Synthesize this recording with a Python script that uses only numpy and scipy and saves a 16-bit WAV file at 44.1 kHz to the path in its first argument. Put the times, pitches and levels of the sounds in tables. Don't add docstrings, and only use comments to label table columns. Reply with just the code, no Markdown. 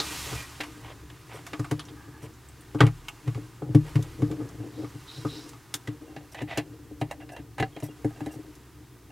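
import sys
import numpy as np
from scipy import signal
from scipy.fft import rfft, irfft, next_fast_len
from scipy.io import wavfile
from scipy.ndimage import uniform_filter1d

SR = 44100
rng = np.random.default_rng(int(sys.argv[2]) if len(sys.argv) > 2 else 0)


def materialize(psi):
    bounded = np.clip(np.atleast_2d(psi).T, -1, 1)
    quanta = np.round(bounded * 32767).astype(np.int16)
    wavfile.write(sys.argv[1], SR, quanta)


def gain_from_db(level_db):
    decades = np.asarray(level_db, float) / 20
    return 10 ** decades


N = 402015

# mode_hz, width_hz, level_db
CONNECTOR = [(660, 91, 18), (1763, 27, 3), (1985, 45, 8), (2740, 19, -4), (3250, 210, -7), (3840, 95, -4.5),
             (4900, 60, -22), (5800, 51, -19)]
# start_s, strength_db, depth_db, hardness_db, off_centre_db
THUMPS = [(1.594, -29.5, 4, -7, -6), (1.714, -26.5, 0, -3.5, 1), (2.747, -25.5, -5, -7, -2),
          (2.8048, -17.5, 0.5, -0.5, 3), (2.829, -22, 9.5, -3, 1.5), (2.865, -37.5, 9, 2, -17),
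          (3.277, -38.5, 15, -3, -6), (3.354, -50, 22, 5, -13), (3.375, -35.5, -19, -4.5, -17),
          (3.62, -35.5, -0.5, 2, 6), (3.689, -34, 0, -10, 0), (3.747, -12, -0.5, -13.5, 1.5),
          (3.954, -26.5, 8.5, -9.5, 2), (3.9898, -38, 9, 1, -19), (4.221, -20, -2, -11.5, -1.5),
          (5.249, -26.5, -3.5, -5, 0.5), (5.88, -32, 1, -8, -6), (7.014, -28, 0, -7, -2),
          (7.599, -30, 2.5, -1, -3), (7.624, -31, -27, 2, -6.5), (7.825, -32, -0.5, -7.5, 1),
          (8.046, -22, -4, -5.5, -6)]


def evened(x):
    return x / np.sqrt(np.mean(x ** 2) + 1e-20)


def read(points, hz):
    f, value = np.transpose(points)
    return np.interp(np.log(hz + 1), np.log(f + 1), value)


def curve(rows, column=1):
    rows = np.array(rows)
    return np.interp(np.arange(N) / SR, rows[:, 0], rows[:, column])


def band(x, lo_hz, hi_hz, order=2):
    edges_hz = [lo_hz, min(hi_hz, .45 * SR)]
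    return signal.sosfilt(signal.butter(order, edges_hz, "band", fs=SR, output="sos"), x)


def coloured(x, points):
    size = next_fast_len(N)
    gain = gain_from_db(read(points, np.fft.rfftfreq(size, 1 / SR)))
    return evened(irfft(rfft(x, size) * gain, size)[..., :N])


def resonate(x, hz, width_hz):
    r = np.exp(-np.pi * width_hz / SR)
    return 2 * signal.lfilter([1 - r], [1, -r * np.exp(2j * np.pi * hz / SR)], x).real


def body(x, modes, widen=1.0):
    skirt = 3
    total = 0
    for k, (hz, width_hz, db) in enumerate(modes):
        core = resonate(x, hz, widen * width_hz)
        total = total + (-1) ** k * gain_from_db(db) * evened(resonate(core, hz, skirt * widen * width_hz))
    return evened(total)


def add(mix, s, sound):
    part = mix[..., max(round(s * SR), 0):][..., :sound.shape[-1]]
    part += sound[..., :part.shape[-1]]


def grit(lumpy_db, lump_s, size=N):
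    lumps, noise = rng.standard_normal((2, size))
    width = round(lump_s * SR)
    lumps = evened(uniform_filter1d(uniform_filter1d(lumps, width), width))
    return evened(noise * gain_from_db(lumpy_db * 2 * np.tanh(lumps / 2)))


def strokes(rows, controls, voice):
    out = np.zeros(N)
    for s, length_s, *strength in rows:
        part = np.linspace(0, 1, round(length_s * SR))
        add(out, s, voice(*controls(part, *strength)) * signal.windows.tukey(len(part), .12))
    return out


def drag(part, first_db, last_db):
    grip, let_go, edge_db = 0.27, 0.82, -5
    levels_db = [first_db + edge_db, first_db, last_db, last_db + edge_db]
    return [np.interp(part, [0, grip, let_go, 1], levels_db)]


def struck(modes, hits, shorten):
    out, t = np.zeros(N), np.arange(round(.15 * SR)) / SR
    hz, db, t60_s = np.transpose(modes)[..., None]
    draws = rng.standard_normal((len(hits), 2, len(modes), 1))
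    for (s, hit_db, tilt_db), (detune, luck) in zip(hits, draws):
        level_db = hit_db + db + 0.85 * luck - tilt_db * np.log2(hz / 1600) - 60 * t / (shorten * t60_s)
        tones = np.sin(2 * np.pi * hz * (1 + 0.0066 * detune) * t) * np.sign(detune)
        add(out, s, (gain_from_db(level_db) * tones).sum(0) * np.minimum(t / 0.00055, 1))
    return out


def cabin(x):
    # band_hz, t60_s
    decay = [(500, 0.12), (1300, 0.092), (3500, 0.045), (9200, 0.066)]
    count = SR // 5
    taps = np.zeros((2, count))
    at = np.arange(120, count - 20, 20)
    at = at + rng.integers(0, 20, (2, len(at)))
    np.put_along_axis(taps, at, rng.choice([-1., 1.], at.shape), 1)
    taps[1] = 0.7 * taps[0] + .5 * taps[1]
    hz, t, z = signal.stft(taps, SR, nperseg=256)
    tail = signal.istft(z * gain_from_db(-60 * t / read(decay, hz)[:, None]), SR, nperseg=256)[1]
    return signal.fftconvolve(x[None], tail / np.linalg.norm(tail[0]), axes=1)[:, :N]


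def background():
    # band_hz, density_db
    hum_spectrum = [(15, -53), (25, -48), (127, 0), (170, -19), (301, -14), (363, -10.5), (560, -34),
                    (641, -27.5), (840, -25), (1190, -38), (2910, -33), (16000, -38)]
    # time_s, level_db
    murmur = [(0, -41), (.2, -49), (0.32, -43), (.43, -49), (0.6, -53), (1.05, -51), (1.4, -56),
              (2.5, -54.5), (2.95, -52), (3.3, -64), (4, -46), (4.5, -55), (5.6, -60.5), (6.5, -53.5),
              (9.11, -58)]
    hum_db = -51.5
    common, own, low, sub = rng.standard_normal((4, N))
    own = 0.062 * own + 0.15 * band(own, 99, 3300) + .5 * band(own, 4460, 9900)
    hum = coloured(np.array([common + own, common - own]), hum_spectrum)
    rumble = evened(band(low, 58.8, 75.6, order=3)) + 0.2 * evened(band(sub, 37.7, 43, order=3))
    return gain_from_db(hum_db) * hum + gain_from_db(curve(murmur) + 1.0) * rumble


def peeps():
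    # start_s, length_s, pitch_hz, peak_db, glide_hz
    calls = [
        (7.724, 0.013, 3280, -58, -60),
        (7.746, 0.029, 3180, -53, 120),
        (7.878, .016, 3350, -56, -120),
        (7.89, 0.03, 2830, -55, -40),
    ]
    out = np.zeros(N)
    for s, length_s, hz, db, glide_hz in calls:
        t = np.arange(round(length_s * SR)) / SR
        tone = np.sin(2 * np.pi * (hz + glide_hz * t / length_s / 2) * t)
        add(out, s, gain_from_db(db) * tone * signal.windows.tukey(len(t), .4))
    return out


def shudder():
    sway_hz, t60_s, sway_db = 37.7, 0.99, -26
    out, t = np.zeros(N), np.arange(SR) / SR
    sway = np.minimum(t / 0.024, 1) * gain_from_db(-60 * t / t60_s) * np.sin(2 * np.pi * sway_hz * t)
    for s, push_db, depth_db, *_ in THUMPS:
        add(out, s, gain_from_db(push_db + depth_db + sway_db) * sway)
    return out


def rustle():
    # time_s, level_db
    motion = [(0, -44), (.25, -44), (.4, -46.5), (.47, -50.5), (1.05, -57.5), (1.5, -55), (2.28, -59),
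              (2.6, -58), (3.4, -56), (3.68, -59.5), (3.9, -54), (4.65, -57), (5.35, -52.5), (5.6, -58),
              (7.5, -63), (8.15, -57), (8.5, -59.5), (9.11, -63.5)]
    # band_hz, density_db
    dull = [(300, 2.5), (500, -6), (630, -3), (720, -1), (1050, 5.5), (1900, 0.5), (3200, -17), (4600, -70),
            (7700, -54)]
    bright = [(1500, -16.5), (2600, -3.5), (3800, -2.5), (7000, -5), (11500, -11), (15200, -17),
              (16000, -26)]
    n, motion_db = grit(lumpy_db=0.83, lump_s=0.0048), curve(motion)
    bright_db = -57 + 1.7 * (motion_db + 55.5)
    return gain_from_db(motion_db) * coloured(n, dull) + gain_from_db(bright_db) * coloured(n, bright)


def brushes():
    # start_s, length_s, first_db, last_db
    rows = [
        (1.33, 0.05, -53, -54),
        (2.22, 0.049, -52.5, -60),
        (2.83, 0.032, -50, -56),
        (3.745, 0.03, -45, -67),
        (3.86, 0.057, -56, -58),
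        (6.316, 0.024, -54, -55),
        (7.317, .024, -54, -58),
        (7.828, 0.058, -47, -59),
        (7, 0.023, -57, -55),
        (8.31, 0.058, -53, -59),
    ]

    def voice(db):
        n = grit(lumpy_db=1.0, lump_s=0.002, size=len(db))
        peak = body(n, [(5850, 290, -1.0), (8370, 140, 2)])
        return gain_from_db(db) * evened(evened(band(n, 4400, 13000)) + 0.62 * peak)
    return strokes(rows, drag, voice)


def sweep(part, whistle_db, hiss_db):
    whistle_top, hiss_top = 0.24, 0.48
    whistle = np.interp(part, [0, 0.57 * whistle_top, whistle_top, .5, 1], [-9, 4.0, 3.5, 0.5, -18])
    hiss = np.interp(part, [0, hiss_top, 1], [-7, 0, -8])
    whistle_hz = 3900 - 306 * np.exp(-part / 0.101)
    return whistle_db + whistle, whistle_hz, hiss_db + hiss


def swish(db, hz, hiss_db):
    n, a, b = rng.standard_normal((3, len(db)))
    turn = 2 * np.pi * np.cumsum(hz) / SR
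    fuzz = signal.sosfilt(signal.butter(2, 130, fs=SR, output="sos"), [a, b])
    lines = fuzz[0] * np.sin(turn) + 0.61 * fuzz[1] * np.sin(1.065 * turn)
    whistle = evened(lines + 0.11 * band(n, 2900, 4000))
    climb = 2 * np.pi * np.cumsum(np.linspace(4820, 4820 + 600, len(db))) / SR
    hiss = evened(band(n, 30, 440)) * np.sin(climb)
    hiss = hiss + 0.55 * evened(band(a, 30, 600)) * np.sin(climb)
    hiss = evened(hiss + 0.35 * evened(band(n, 4200, 7500, order=1)))
    grain = gain_from_db(1.2 * evened(uniform_filter1d(b, round(.006 * SR))))
    return grain * (gain_from_db(db) * whistle + gain_from_db(hiss_db) * hiss)


def swishes():
    # start_s, length_s, whistle_db, hiss_db
    rows = [
        (4.72, 0.21, -63, -62),
        (5.06, 0.23, -50, -53),
        (5.27, 0.23, -49.5, -49.5),
    ]
    return strokes(rows, sweep, swish)


def creaks():
    # start_s, length_s, first_db, last_db
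    rows = [
        (1.9, .2, -58, -56),
        (2, 0.24, -60, -56),
        (4.4, 0.13, -58, -63),
        (3.15, 0.09, -62, -68),
    ]

    def voice(db):
        n = grit(lumpy_db=5.5, lump_s=0.015, size=len(db))
        return gain_from_db(db) * body(n, [(860, 100, -2.7), (1184, 80, -2), (1680, 85, 1)])
    return strokes(rows, drag, voice)


def squeaks():
    # start_s, length_s, first_db, last_db
    rows = [
        (0.36, 0.1, -44, -46),
        (.35, 0.097, -46, -54),
        (.05, 0.11, -48, -50),
    ]

    def voice(db):
        n = grit(lumpy_db=2.0, lump_s=.01, size=len(db))
        return gain_from_db(db) * body(n, [(1900, 45, -1.5), (2400, 51, 0)])
    return strokes(rows, drag, voice)


def rubs():
    # start_s, length_s, first_db, last_db
    rows = [
        (.27, 0.18, -40.5, -53),
        (.825, 0.11, -44, -43.5),
        (1.29, 0.11, -43.5, -43),
        (2.215, 0.065, -46, -50),
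        (2.785, 0.023, -42, -34),
        (2.818, 0.056, -34, -42),
        (3.262, 0.02, -55, -39),
        (3.365, 0.049, -57, -64),
        (3.85, 0.072, -46, -48),
        (4.03, 0.059, -48, -58),
    ]

    def voice(db):
        n = grit(lumpy_db=3.0, lump_s=0.004, size=len(db))
        wide = evened(band(n, 460, 1510)) + .5 * evened(band(n, 1170, 3040, order=3))
        modes = body(n, [(1900, 27, -2), (2400, 320, -8), (2800, 130, -17)])
        return gain_from_db(db - 2.0) * evened(wide + 0.22 * modes)
    return strokes(rows, drag, voice)


def flecks():
    # start_s, level_db, pitch_hz
    rows = [
        (1.595, -50, 8600),
        (1.644, -50, 8500),
        (1.7125, -50, 8500),
        (1.7955, -41, 10200),
        (5.482, -50, 9500),
        (6.322, -50, 5800),
        (7.84, -43, 12500),
        (7.862, -52, 12500),
        (8.05, -51, 11000),
    ]
    out, t = np.zeros(N), np.arange(round(0.045 * SR)) / SR
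    for (s, db, hz), n in zip(rows, rng.standard_normal((len(rows), len(t)))):
        speck = evened(band(n, 0.84 * hz, 1.05 * hz))
        add(out, s, gain_from_db(db - 60 * t / 0.049) * np.minimum(t / .0008, 1) * speck)
    return out


def creeps():
    # start_s, length_s, first_db, last_db
    rows = [
        (7.3, .11, -59, -51),
        (6.07, 0.083, -53, -61),
        (7.3, 0.063, -42, -49),
        (8.15, 0.046, -54, -49),
        (9.1, 0.049, -51, -57),
        (8.28, 0.07, -52, -50),
        (6.2, .06, -55, -58),
        (7.2, 0.07, -47, -63),
        (7.335, 0.022, -58, -48),
        (4.6, 0.058, -51, -58),
    ]
    modes = [(557, 91, 1.0), (736, 70, 5), (1650, 90, -1.0), (2050, 60, -15), (2740, 71, -3)]

    def voice(db):
        return gain_from_db(db) * body(grit(lumpy_db=8.0, lump_s=0.0042, size=len(db)), modes)
    return strokes(rows, drag, voice)


def scrapes():
    # start_s, length_s, first_db, last_db
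    rows = [(6.322, 0.033, -54, -49), (6.343, 0.059, -49, -37), (6.4, 0.027, -37, -43),
            (6.474, 0.028, -44, -38.5), (6.5, 0.05, -32.5, -36.5), (6.54, 0.057, -41.5, -40),
            (7.09, 0.024, -54, -47), (7.2, .045, -45.5, -62), (7.385, 0.041, -51, -59),
            (7.578, 0.032, -42, -24), (7.83, 0.046, -50, -55)]

    def voice(db):
        n = grit(lumpy_db=2.0, lump_s=0.0027, size=len(db))
        return gain_from_db(db - 1.5) * evened(body(n, CONNECTOR, widen=2.0) + .85 * evened(band(n, 1470, 2870)))
    return strokes(rows, drag, voice)


def clinks():
    # mode_hz, level_db, t60_s
    modes = [(693, 4, 0.072), (787, 5, 0.11), (1286, -9.5, .07), (1570, -7, 0.084), (1690, 4, 0.052),
             (1940, -12, 0.027), (2023, -1, 0.064), (2810, -9, 0.046), (2960, -18, 0.031), (4200, -18, .03)]
    # start_s, level_db, low_tilt_db_per_octave
    hits = [(6.1638, -46.5, 3.5), (6.5745, -44, 11), (7.0145, -41, 3), (7.1125, -39, 1), (7.5825, -38, 1),
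            (7.5895, -40, -2), (7.6005, -38, 3), (7.6255, -25, -3.5), (8.0455, -42, 0), (8.108, -53, 4),
            (8.206, -46, 2), (8.2615, -49, 10)]
    return struck(modes, hits, shorten=0.83)


def clacks():
    # mode_hz, level_db, t60_s
    modes = [(820, -12, 0.38), (1157, -2.5, 0.15), (1496, -1.5, 0.12), (2222, 1.5, 0.098),
             (2797, 1.5, 0.046), (2870, -34, 0.065), (3095, 1, 0.086), (3526, -14, 0.085),
             (3840, -15, 0.073), (3930, -3, 0.034), (4200, -12, 0.06), (4748, -19, 0.06), (4920, -11, 0.13)]
    # start_s, level_db, low_tilt_db_per_octave
    hits = [
        (.6045, -36, 0),
        (1.5335, -38, 2),
        (1.7127, -33.5, 1),
        (2.7472, -47, 7),
        (2.8058, -17, 2.5),
        (2.8657, -39, -3),
        (3.0834, -36.5, -4),
        (3.6205, -49, 17),
        (3.7485, -43, -4.5),
        (3.9569, -38.5, -2),
    ]
    return struck(modes, hits, shorten=0.4)


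def ticks():
    # start_s, peak_db, centre_hz, wood_db, bright_db (both relative)
    taps = [(0.33, -33, 1500, 4, -4), (1.1001, -38, 1840, -6, -9), (1.4659, -31.5, 1900, 1, 1),
            (1.5326, -26.5, 2130, 1, -11.5), (1.5944, -34.5, 1830, 7, 2), (1.6444, -34, 2170, 5.5, -8),
            (1.7118, -28, 2080, 3, 1.5), (2.747, -39.5, 1580, 12.5, -2), (3.277, -34, 2150, 0, -6),
            (3.3468, -39.5, 2340, 5, -2), (3.6205, -55, 1520, 22, -8), (3.748, -28, 1780, 1, -4),
            (3.956, -29, 1900, 2.5, -3), (4.2203, -33, 1720, 1, -8), (4.313, -38.5, 2240, 2, 0),
            (4.401, -49, 1500, 17.5, -10), (4.4886, -50, 1590, 10.5, 10), (4.844, -41, 1990, 6.5, -9),
            (5.2492, -39.5, 1540, 14.5, -4), (5.533, -41.5, 1290, 6, -4), (5.874, -30, 1900, -5, -6)]
    blows = [
        (.604, -23, 2400, -8, -18),
        (.608, -22, 1900, -13, -6),
        (.635, -28.5, 2120, -2, -7),
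        (2.8056, -10.5, 1900, 5.5, -11),
        (2.808, -20, 1900, -12, -28),
        (2.8165, -27, 1540, -15, -28),
        (2.8659, -29.5, 2250, -3, -1.5),
        (2.873, -36, 2000, 7, -19),
    ]
    # start_s, peak_db, centre_hz, bright_db
    clicks = [(0.0004, -16.5, 3900, -39), (1.7934, -27, 3330, -57), (1.8513, -43.5, 5630, -20.5),
              (1.8845, -39.5, 3240, -23), (2.337, -52, 6600, -30), (2.486, -45.5, 7900, -30),
              (2.608, -46, 9050, -30), (3.0835, -30, 2740, 3), (4.0247, -45.5, 3580, 15.5),
              (5.491, -56.5, 4070, 23.5), (5.74, -25.5, 3650, 12.5)]
    # start_s, peak_db, low_db, bright_db
    contacts = [(6.1634, -32.5, -2, -21), (6.346, -31, -4, -7), (6.4193, -33, 1, -4), (6.574, -22, -6, 1.5),
                (6.5798, -18.5, -1, -42), (7.0139, -25.5, 3.5, -9), (7.1115, -29.5, 4.5, -0.5),
                (7.2908, -38, 1, -15), (7.3642, -34.5, 4, -8), (7.5822, -31, 6, -6), (7.6, -24, 0, -5),
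                (7.6251, -23.5, -10, -27), (7.7638, -34.5, 4.5, -18), (7.8012, -41, -3, 4),
                (7.8241, -39, 11, -20), (8.0451, -40.5, 7, 1), (8.2057, -38.5, 8.5, -5),
                (8.2611, -33.5, 2, -2), (8.552, -57.5, -12, 16.5)]
    # start_s, peak_db
    slips = [
        (0.6067, -27),
        (2.8044, -8),
        (7.6024, -17),
        (7.626, -6.5),
    ]
    # mode_hz, width_hz, level_db
    wood = [(695, 14, 3), (832, 75, -2), (1142, 114, 5), (1256, 300, 3), (1650, 45, -39)]
    on_metal_s, contact_hz, click_wood_db = 5.95, 1900, -4.5
    thin_hz, loose = 2600, 2.2
    t60_s, snap_s, edge_s, slip_s = 0.082, 0.0002, .00004, 0.00038
    out, t = np.zeros(N), np.arange(round(.12 * SR)) / SR
    rows = blows + taps
    rows = rows + [(s, db, hz, click_wood_db, b) for s, db, hz, b in clicks]
    rows = sorted(rows + [(s, db, contact_hz, low, b) for s, db, low, b in contacts])
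    noise = rng.standard_normal((len(rows), len(t)))
    for (s, db, hz, low_db, bright_db), n in zip(rows, noise):
        metal = s > on_metal_s
        if metal:
            scratch = .85 * evened(band(n, 1450, 3620))
            colour = evened(body(n, CONNECTOR[1:], widen=loose) + scratch)
            low = body(n, CONNECTOR[:1], widen=1.76)
        else:
            colour = evened(band(n, 0.28 * hz, 1.87 * hz, order=4))
            low = body(n, wood, widen=0.97)
        ping = 1.7 if hz > thin_hz else .1 if metal else .4
        middle = evened(body(n, [(hz, 0.14 * hz, -3)]) * ping + colour)
        bright = evened(band(n, 4300, 8200, order=1))
        crack = middle * gain_from_db(-60 * t / t60_s)
        crack += gain_from_db(low_db) * low * gain_from_db(-60 * t / (1.17 * t60_s))
        crack += gain_from_db(bright_db - 4.5) * bright * gain_from_db(-60 * t / (0.85 * t60_s))
        crack += gain_from_db(-12) * evened(band(n, 1600, 6300)) * gain_from_db(-60 * t / (0.2 * t60_s))
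        snap = gain_from_db(5.5 + 0.14 * (db + 36)) * (1 - t / snap_s) * np.exp(-t / snap_s) * 3
        snap = snap * np.minimum(t / (edge_s * gain_from_db(-.6 * bright_db)), 1)
        swell = np.minimum(t / 0.0013, 1) * (1 + 0.74 * np.exp(-t / 0.0035))
        add(out, s, gain_from_db(db - 7.0) * (crack * swell - snap))
    u = t / slip_s
    for s, db in slips:
        add(out, s, gain_from_db(db) * u * (2 - u) * np.exp(-u) * np.cos(u))
    return out


def leaning(depth_share):
    # middle_s, half_length_s, strength_db, depth_db
    leans = [(0, 0.47, -48.5, -13), (0.337, 0.18, -54, 11.5), (0.76, 1, -58, 2), (1.4, .4, -59, 7),
             (1.87, 0.92, -55, 1.5), (2.246, 0.035, -42.5, -12), (2.31, 0.026, -48, -10),
             (3.281, 0.021, -36.5, 5), (3.435, 0.13, -59.5, 6), (3.674, 0.055, -45, 8),
             (3.718, 0.083, -48, 10), (3.877, 0.77, -56, 5.5), (4.205, 0.027, -43, 6),
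             (4.328, 0.05, -42, -8), (4.376, 0.49, -46, 1), (4.404, 0.061, -38.5, -6),
             (4.623, .16, -44.5, -1), (4.802, 0.15, -44.5, -1), (5.336, 0.29, -48.5, -11),
             (6.1, 0.33, -52, -15), (6.69, 1, -55.5, -1), (7.202, 0.75, -56.5, -3),
             (7.697, 0.65, -58.5, 3.5), (8.325, 0.6, -52.5, -14), (8.401, .05, -46, -18),
             (8.453, 0.02, -46, -16)]
    fall_db, rest_db = 16.5, -66
    t = np.linspace(0, N / SR, N // 64)
    leans_db = [db + depth_share * depth_db - fall_db * abs(t - s) / half_s
                for s, half_s, db, depth_db in leans]
    level_db = np.maximum(np.max(leans_db, axis=0), rest_db)
    return gain_from_db(np.interp(np.arange(N) / SR, t, level_db))


def panel():
    # mode_hz, t60_s, left_right_db, level_db (within its family)
    modes = [(116, 0.17, 1.15, 5.5), (149.4, 0.23, 2, 0.5), (301, 0.12, 3, 9.5), (290.3, 0.032, 4, 14.5),
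             (200, 0.073, 5, -6), (450.3, 0.093, 1.5, 3), (421, 0.027, 2, 13.5), (494, 0.047, -2.5, -1.5),
             (567, 0.13, 6.5, -14), (704, 0.037, 0.5, -1), (855, 0.098, -5, -16.5)]
    families = [0, 1, 2, 2, 2, 3, 3, 3, 3, 3, 3]
    signs = [1, -1, 1, -1, 1, 1, -1, -1, 1, -1, 1]
    rise_cycles = [0.18, 0.14, 1, 0.28]
    # start_s, strength_db, depth_db, hardness_db
    nudges = [(.001, -38, -8, 1.5), (0.263, -52, 6, 9), (0.288, -57, 0, 0), (0.326, -38.5, -4, 1),
              (0.6, -39.5, -12, -1), (1.343, -56.5, -4, 14.5), (1.531, -36, -13, -4.5),
              (2.079, -44, -2, -10), (2.226, -40.5, 0, -9), (4.301, -32.5, -4, -6), (4.401, -50, -15, 1),
              (4.834, -39.5, 0, 0.5), (4.947, -41.5, 2.5, -8), (5.179, -51, 14, 3), (5.741, -42, -4, -5.5),
              (6.164, -39.5, -4, -8), (6.414, -37.5, -16, 0), (6.422, -29, -6, -10),
              (6.575, -26.5, -6.5, -2.5), (6.911, -39.5, -22, -5.5), (7.391, -39, -4, -11),
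              (7.764, -40, -8, -1.5), (7.887, -42, -13, -2.5), (8.209, -31, -4.5, -13),
              (8.263, -31, -12, -7.5), (8.357, -40.5, -1, -7)]
    nudge_off_centre_db = -1
    out, t = np.zeros((2, N)), np.arange(round(.35 * SR)) / SR
    touch = grit(lumpy_db=4.5, lump_s=0.023)
    deep, flat = leaning(0.99), leaning(0)
    pressure = [deep * gain_from_db(1.5), deep * gain_from_db(-5.0), flat * gain_from_db(-2.47), flat * gain_from_db(-1.5)]
    knocks = THUMPS + [(*row, nudge_off_centre_db) for row in nudges]
    for (hz, t60_s, pan_db, db), family, sign in zip(modes, families, signs):
        mode = np.zeros(N)
        rise = (1 - np.exp(-t * hz / rise_cycles[family])) ** 2
        ring = -sign * rise * gain_from_db(-60 * t / t60_s) * np.sin(2 * np.pi * hz * t)
        for s, push_db, depth_db, hard_db, off_db in knocks:
            family_db = [depth_db, depth_db + off_db, 0, hard_db][family]
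            add(mode, s, gain_from_db(push_db + family_db + db + 3.0) * ring)
        rubbed = evened(resonate(resonate(touch, hz, 2.8 / t60_s), hz, 37))
        mode += pressure[family] * gain_from_db(db) * t60_s / 0.15 * rubbed
        out += mode * gain_from_db([[pan_db / 2], [-pan_db / 2]])
    return band(out, 72, 4400)


def scene():
    large = background() + shudder() + panel()
    small = peeps() + rustle() + brushes() + swishes() + creaks() + squeaks() + rubs()
    small = small + creeps() + scrapes() + clinks() + clacks() + ticks()
    echoes = gain_from_db(-9.0) * cabin(small) + flecks()
    apart = gain_from_db(-0.5) * band(echoes[0] - echoes[1], 5500, 15000) * np.array([[1], [-1]])
    return large + small * gain_from_db([[-.4], [.4]]) + echoes + apart


def band_limit(x):
    return signal.sosfilt(signal.butter(12, 16980, fs=SR, output="sos"), x)


def record(dry):
    dry = signal.oaconvolve(dry, signal.firwin(1023, 15900, fs=SR)[None], "same")
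    return band_limit(1.233 * np.tanh(dry / 1.53))


dry = scene()
out = record(dry)
materialize(out)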